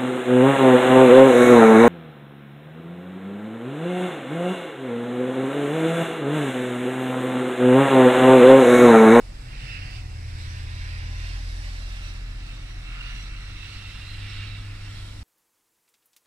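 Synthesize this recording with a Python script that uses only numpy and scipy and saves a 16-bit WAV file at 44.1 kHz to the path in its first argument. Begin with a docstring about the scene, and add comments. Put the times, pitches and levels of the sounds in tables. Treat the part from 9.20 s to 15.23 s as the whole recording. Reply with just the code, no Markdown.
"""A V8 plough truck drones in from the right through a blizzard on a residential street.
Its uneven exhaust burbles, its tyres press the snow, and friction drives the resonances of its
steel blade, which scrapes in surges, squeals, rings and throws snow. A car's exhaust booms once;
its deep engine note swells, then rises in pitch and weakens. Behind them distant engines hum,
and the storm roars in the trees and rumbles on the two-port microphone."""
import sys
import numpy as np
from scipy import signal
from scipy.fft import rfft, irfft
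from scipy.io import wavfile
from scipy.ndimage import uniform_filter1d, map_coordinates

SR = 44100
rng = np.random.default_rng(int(sys.argv[2]) if len(sys.argv) > 2 else 0)


def waveform_to_disk(signal):
    """Save audio, clipped to [-1, 1], as 16-bit WAV at the path in sys.argv[1]."""
    frames = np.transpose(np.atleast_2d(signal))
    scaled = np.clip(frames, -1, 1) * 32767
    samples = np.round(scaled).astype(np.int16)
    wavfile.write(sys.argv[1], SR, samples)


N = 265967
TIME_S = np.arange(N) / SR
FRAME_S = np.arange(N // 512 + 5) * 512 / SR
BIN_HZ = np.fft.rfftfreq(2048, 1 / SR)


# V8 firing rate: time_s, firing_hz
TRUCK_FIRING = [(0, 86.5), (.6, 91.56), (.9, 82.3), (2, 83.9), (3.2, 86.46), (4.1, 93.43), (5.3, 101.1),
                (6.03, 99.3)]
# firing note, before trim: time_s, level_db
TRUCK_DRONE = [(0, -52.5), (.65, -42), (.95, -36.5), (1.7, -34.5), (2.9, -41), (3.85, -53), (4.4, -42),
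               (4.7, -42.5), (5.25, -35), (6.03, -42)]
# exhaust burble, before trim: time_s, level_db
TRUCK_BURBLE = [(0, -60), (.95, -34.5), (1.9, -38), (2.5, -44), (3.8, -42.5), (4.4, -46.5), (4.8, -51),
                (6.03, -61)]
# burble partials: cycle_order, relative_db
BURBLE_ORDERS = [(5, -12), (6, -13), (7, -6), (9, -4), (10, -6), (11, -1), (12, -15), (13, -13)]

def truck_engine():
    """Eight firings a cycle; their uneven spacing in the exhaust adds a burble of nearby orders."""
    firing_hz = follow(TRUCK_FIRING)[0]
    drone_db = follow(TRUCK_DRONE)[0] - 0.68
    burble_db = follow(TRUCK_BURBLE)[0] - 4.1
    burble = sum(gain_of(db + 1.2 * wander(1.5)) * sine(firing_hz * order / 8)
                 for order, db in BURBLE_ORDERS)
    return gain_of(drone_db) * sine(firing_hz) + gain_of(burble_db) * unit_rms(burble)


# blade meets packed snow: middle_s, length_s, level_db, whistle_extra_db, bright_db, snow_db
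SURGES = [(0.534, 0.24, -45.5, 8, 0.5, -63.5), (0.76, 0.085, -52, 7, 4.5, -62.5),
          (1.28, 0.27, -48, -20, 1, -62), (1.705, 0.34, -46, -2, -1, -64.5), (2.064, 0.2, -46.5, 1, 2, -62),
          (2.403, .4, -51, -17, 4.5, -59.5), (2.82, 0.2, -51, 4, 3, -61), (3.312, 0.07, -55, 9, 0, -67),
          (3.829, 0.18, -47.5, 5, -3, -67), (3.98, 0.18, -58.5, -19, 9.5, -64),
          (4.553, 0.24, -53, 7.5, 5.5, -64.5), (4.928, 0.31, -53.5, 5.5, 4, -64),
          (5.185, 0.21, -47, 4, 2, -68), (5.821, 0.29, -56.5, -6, 6.5, -62)]

def surging(steady_db, peaks_db):
    """Scrape amplitude: steady drag and surges, summed in power."""
    power = sum(gain_of(db) ** 2 * swell(middle_s, length_s)
                for (middle_s, length_s, *_), db in zip(SURGES, peaks_db))
    return np.sqrt(gain_of(steady_db) ** 2 + power)


# drag between surges: time_s, level_db
BLADE_DRAG = [(0, -59), (.3, -53.5), (1, -54), (1.5, -56.5), (2.9, -51.5), (3.5, -52.5), (4.3, -49),
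              (5.7, -52), (6.03, -63.5)]
# edge contact, 0 skimming snow to 1 on the road: time_s, bite
BLADE_BITE = [(0, 0.13), (.8, 0.073), (1.8, 0.26), (2.3, 0.049), (3.4, 0.78), (3.8, 1), (6.03, .85)]
# blade resonances, low to high: centre_hz, width_hz, left_db, right_db, full_bite_change_db
HOOT_MODES = [(1366, 210, -3.5, -6, 0)]
RUSH_MODES = [(1690, 280, -15, 1, -4), (1990, 360, -2, -1.2, 4.5), (2246, 140, -10, -0.12, 5),
              (2580, 320, -7, -1.7, 1)]
WHISTLE_MODES = [(2695, 180, -3, 7.5, 6), (3040, 255, -15, -3, 1.5)]
HISS_MODES = [(3110, 810, -8.5, -6.5, 4), (3834, 560, -25.5, -0.5, 4), (4320, 310, -21, -11, 8.5),
              (4860, 690, -12, 1.5, -10), (5490, 170, -19, -4, 0.5)]
RING_MODES = [(5805, 170, -0.5, 5, 0)]
# hoot against scrape: time_s, relative_db
HOOT_SHARE = [(0, -6.5), (1.7, -14), (2.6, -7), (3.9, -5), (5.2, -8.5), (6.03, 0)]
# cutting-edge ring against hiss: time_s, relative_db
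RING_SHARE = [(0, -22), (1.2, -12), (2.6, -11), (4.5, -12.5), (5.2, -32), (6.03, -14)]
# thrown snow: freq_hz, left_db, right_db
SPRAY_SPECTRUM = [(1500, -3.5, -20), (4000, -6, -4), (6300, -5, -17), (7220, -2.5, -3), (7980, 3, -13),
                  (8370, -8.5, -4), (9340, -5.5, -4), (10360, -32, -6.5), (12100, -17, -17),
                  (15000, -21, -17)]

def plough():
    """The blade scrapes and throws snow, juddering as one. Bright surges hiss, dull ones hoot."""
    _, _, level_db, whistle_extra_db, bright_db, snow_db = np.transpose(SURGES)
    drag_db, bite = follow(BLADE_DRAG)[0], follow(BLADE_BITE)[0]
    hoot_drive = gain_of(follow(HOOT_SHARE)[0]) * surging(drag_db, level_db - bright_db)
    whistle_drive = gain_of(-5 + 4.5 * bite) * surging(drag_db, level_db + whistle_extra_db)
    hiss_drive = gain_of(-2.5 + 3 * bite) * surging(drag_db, level_db + bright_db)
    spray_drive = surging(-58.5, snow_db + 4.5)
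    hoot = hoot_drive * friction(HOOT_MODES, patchy_db=1.0)
    rush = surging(drag_db, level_db) * friction(RUSH_MODES, patchy_db=1.8)
    whistle_noise = gain_of(-3) * friction(WHISTLE_MODES, patchy_db=4.8)
    whistle = whistle_drive * (whistle_noise + squeal(whistle_drive))
    ring = gain_of(follow(RING_SHARE)[0]) * friction(RING_MODES, patchy_db=3.0)
    hiss = hiss_drive * (friction(HISS_MODES, patchy_db=2.2) + ring)
    spray = spray_drive * stereo_noise(gain_of(spectrum(SPRAY_SPECTRUM)), patchy_db=1.5)
    judder = wander(17)
    return (hoot + rush + whistle + hiss) * gain_of(0.4 * judder) + spray * gain_of(0.41 * judder)


def friction(modes, patchy_db):
    """Friction noise through blade resonances whose balance shifts as the edge bites."""
    bite = follow(BLADE_BITE, FRAME_S)[0][:, None]
    power = 0
    for centre_hz, width_hz, left_db, right_db, change_db in modes:
        mode_db = np.array([left_db, right_db])[:, None, None] + change_db * bite
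        resonance = 1 / (1 + ((BIN_HZ - centre_hz) / (0.81 * width_hz)) ** 2) ** 2
        power += gain_of(mode_db) ** 2 * resonance
    return stereo_noise(np.sqrt(power / power.mean(axis=(0, 2), keepdims=True)), patchy_db)


def squeal(drive, pitch_hz=2770, jitter=.018, flicker_db=4, full_hold_db=-44):
    """Stick and slip at the blade's whistle: an unsteady tone that takes hold when driven hard."""
    flicker = gain_of(flicker_db * wander(43))
    tone = unit_rms(flicker * sine(pitch_hz * (1 + jitter * wander(61.5))))
    hold = np.sqrt(np.minimum(drive / gain_of(full_hold_db), 1))
    left_right_db = [[-7.5], [-1.5]]
    return gain_of(left_right_db) * hold * tone


# low steel modes: start_s, end_s, first_hz, last_hz, level_db
STEEL_MOANS = [(0.338, 1.125, 752, 734, -62), (1.07, 3.099, 810, 805, -65.5), (0.893, 2.3, 995, 1028, -60),
               (1.033, 1.697, 1200, 1180, -62), (1.506, 2.903, 1075, 1098, -63.5),
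               (1.704, 3.005, 600, 603, -68), (3.4, 4.05, 724, 729, -68), (4.953, 5.503, 1295, 1294, -61)]

def steel_moans(flicker=.25, fuzz=.6):
    """Low modes of the dragged steel catch briefly: faint, fuzzy tones that swell and fade."""
    out = np.zeros(N)
    for start_s, end_s, first_hz, last_hz, level_db in STEEL_MOANS:
        progress = np.clip((TIME_S - start_s) / (end_s - start_s), 0, 1)
        pitch_hz = first_hz + (last_hz - first_hz) * progress
        core = (1 + flicker * wander(23)) * sine(pitch_hz)
        tone = unit_rms(core + fuzz * wander(18) * sine(pitch_hz))
        out += gain_of(level_db) * np.sqrt(abs(np.sin(np.pi * progress))) * tone
    return out


# tyres pressing snow: time_s, level_db
TYRE_LEVEL = [(0, -57), (.5, -58.5), (1.1, -64), (2.7, -62), (4.2, -77), (6.03, -67)]
# tread noise: freq_hz, relative_db
TREAD_SPECTRUM = [(120, -27), (250, 0.5), (420, -2), (700, 1), (1000, -5), (1500, -17), (3000, -42)]

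def truck_tyres():
    """Tread noise, muffled by snow."""
    tread = stereo_noise(gain_of(spectrum(TREAD_SPECTRUM)), patchy_db=2.5)
    return gain_of(follow(TYRE_LEVEL)[0]) * tread


# truck bearing: time_s, left_delay_ms
TRUCK_BEARING = [(0, 0.43), (.7, 0.45), (1.7, 0.33), (2.6, 0.25), (3.3, 0.14), (3.75, 0.14), (4.3, 0.11),
                 (4.7, 0.053), (5.1, -0.02), (6.03, -0.089)]

def from_bearing(stereo):
    """The left port hears the truck late while it is off to the right."""
    left, right = stereo
    delay_samples = follow(TRUCK_BEARING)[0] * SR / 1000
    return np.array([map_coordinates(left, [np.arange(N) - delay_samples], order=3), right])


# car engine note, before trim: time_s, firing_hz, level_db
CAR_FIRING = [(0.0, 45, -59), (0.07, 44.5, -38), (0.48, 44.67, -38), (0.97, 41.88, -40.5),
              (1.44, 41.3, -43), (1.46, 42, -35.5), (1.73, 43.35, -34.5), (2.18, 42.9, -31),
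              (3.49, 41.16, -36.5), (3.95, 41.26, -34.5), (4.2, 43.14, -35), (4.55, 52, -46),
              (5.31, 53.1, -49), (5.76, 52.7, -47), (6.03, 52, -40.5)]

def car_engine():
    """One deep firing note that swells, then rises in pitch and weakens."""
    firing_hz, level_db = follow(CAR_FIRING)
    return gain_of(level_db - 0.64 + 0.31 * wander(7.5)) * sine(firing_hz)


def exhaust_boom(middle_s=.51, length_s=.35, level_db=-40, middle_hz=113, sag_hz_per_s=35.6):
    """The car's exhaust booms once, rough and sinking in pitch."""
    pitch_hz = middle_hz - sag_hz_per_s * np.clip(TIME_S - middle_s, -length_s, length_s)
    rough = unit_rms(wander(28) * sine(pitch_hz) + wander(30) * sine(pitch_hz))
    return gain_of(level_db) * np.sqrt(swell(middle_s, length_s)) * rough


# far engines: pitch_hz, level_db, drift_ratio
ENGINE_HUMS = [(26.8, -44.5, 0.027), (174.9, -64, 0.02555)]

def distant_engines():
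    """Steady hums with a slight drift in pitch."""
    return sum(gain_of(level_db) * sine(pitch_hz * (1 + drift * wander(5.67)))
               for pitch_hz, level_db, drift in ENGINE_HUMS)


# wind pressure on the microphone: time_s, level_db
BUFFET_LEVEL = [(0, -43.5), (1.5, -46), (3.6, -45.5), (4.4, -43.5), (5.3, -40), (6.03, -42.5)]
# wind rumble: freq_hz, relative_db
BUFFET_SPECTRUM = [(4, -18), (15, -9), (33, 3.5), (50, -2), (65, -9.5), (100, -2), (135, -30.5),
                   (160, -13.5), (400, -60)]

def wind_buffet():
    """Wind pressure rumbles on the microphone ports."""
    rumble = stereo_noise(gain_of(spectrum(BUFFET_SPECTRUM)), patchy_db=-0.8, diffuse=True)
    return gain_of(follow(BUFFET_LEVEL)[0]) * rumble


# storm roar: freq_hz, left_db, right_db
STORM_SPECTRUM = [(60, -1, 3.5), (150, -2, 0.5), (222, 0, 1), (325, 0, -2), (363, -9, -6.5), (573, -8, -8),
                  (740, -8, -7), (1130, -10.5, -10.5), (1550, -15.5, -20), (2420, -10.5, -17),
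                  (3270, -23, -14), (5300, -35, -9.5), (6650, -19.5, -25.5), (15000, -46, -59)]

def storm(level_db=-51.0):
    """Wind roars in the trees and along the street."""
    gain = gain_of(level_db + 0.46 * wander(4.1))
    return gain * stereo_noise(gain_of(spectrum(STORM_SPECTRUM)), patchy_db=0.2, diffuse=True)


# left-right likeness: freq_hz, storm_coherence, truck_coherence
COHERENCE = [(60, 1, 1), (130, 0.98, 1), (296, 0.79, 0.61), (450, -0.24, 0.16), (700, -0.54, 0.96),
             (1400, 0.31, 0.64), (3120, 0.048, 0.52), (5170, 0.78, 0.1), (7940, -0.07, 0.078)]

def stereo_noise(magnitude, patchy_db, diffuse=False):
    """Shaped, patchy noise of rms 1; the storm's coherence if diffuse, else the truck's."""
    coherence = spectrum(COHERENCE)[0 if diffuse else 1]
    a, b, c, d, patches = rng.standard_normal((5, len(FRAME_S), len(BIN_HZ)))
    patches = uniform_filter1d(patches, size=8, axis=0)
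    patches = unit_rms(uniform_filter1d(patches, size=10, axis=1))
    left = a + 1j * b
    right = coherence * left + np.sqrt(1 - coherence ** 2) * (c + 1j * d)
    frames = np.array([left, right]) * magnitude * gain_of(patchy_db * patches)
    _, noise = signal.istft(frames.transpose(0, 2, 1), nperseg=2048, noverlap=1536)
    return unit_rms(noise[:, :N])


def sine(pitch_hz):
    """Sine of rms 1 along a pitch curve."""
    return np.sqrt(2) * np.sin(2 * np.pi * (np.cumsum(pitch_hz) / SR + rng.random()))


def wander(rate_hz):
    """Random drift of rms 1, rolled off above rate_hz."""
    coarse_s = TIME_S[::100]
    hz = np.fft.rfftfreq(len(coarse_s), coarse_s[1])
    white = rfft(rng.standard_normal(len(coarse_s)))
    slow = irfft(white / (1 + (hz / rate_hz) ** 4), len(coarse_s))
    return unit_rms(np.interp(TIME_S, coarse_s, slow))


def swell(middle_s, length_s):
    """Power bump: 1 in the middle, one half at either end."""
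    return .5 ** (abs(2 * (TIME_S - middle_s) / length_s) ** 1.88)


def follow(rows, at_s=TIME_S):
    """Columns of a time table, interpolated at at_s."""
    time_s, *columns = np.transpose(rows)
    return [np.interp(at_s, time_s, column) for column in columns]


def spectrum(rows):
    """Columns of a frequency table at BIN_HZ, shape (columns, 1, bins)."""
    hz, *columns = np.transpose(rows)
    return np.array([np.interp(np.log(BIN_HZ + 1), np.log(hz + 1), c) for c in columns])[:, None]


def gain_of(db):
    """Decibels to amplitude."""
    return 10 ** (np.asarray(db) / 20)


def unit_rms(x):
    """Scales to rms 1."""
    return x / np.sqrt(np.mean(x ** 2) + 1e-20)


def scene():
    """Truck and plough travel together, amid the other engines and the storm."""
    truck = from_bearing(truck_engine() + truck_tyres() + plough() + steel_moans())
    return truck + car_engine() + exhaust_boom() + distant_engines() + wind_buffet() + storm()


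def record(dry):
    """Soft start and band limit."""
    fade_in_s, cutoff_hz = .004, 15350
    lowpass = signal.firwin(511, cutoff_hz, window=("kaiser", 9), fs=SR)
    return signal.oaconvolve(dry * np.minimum(TIME_S / fade_in_s, 1), lowpass[None], "same")


dry = scene()
out = record(dry)
waveform_to_disk(out)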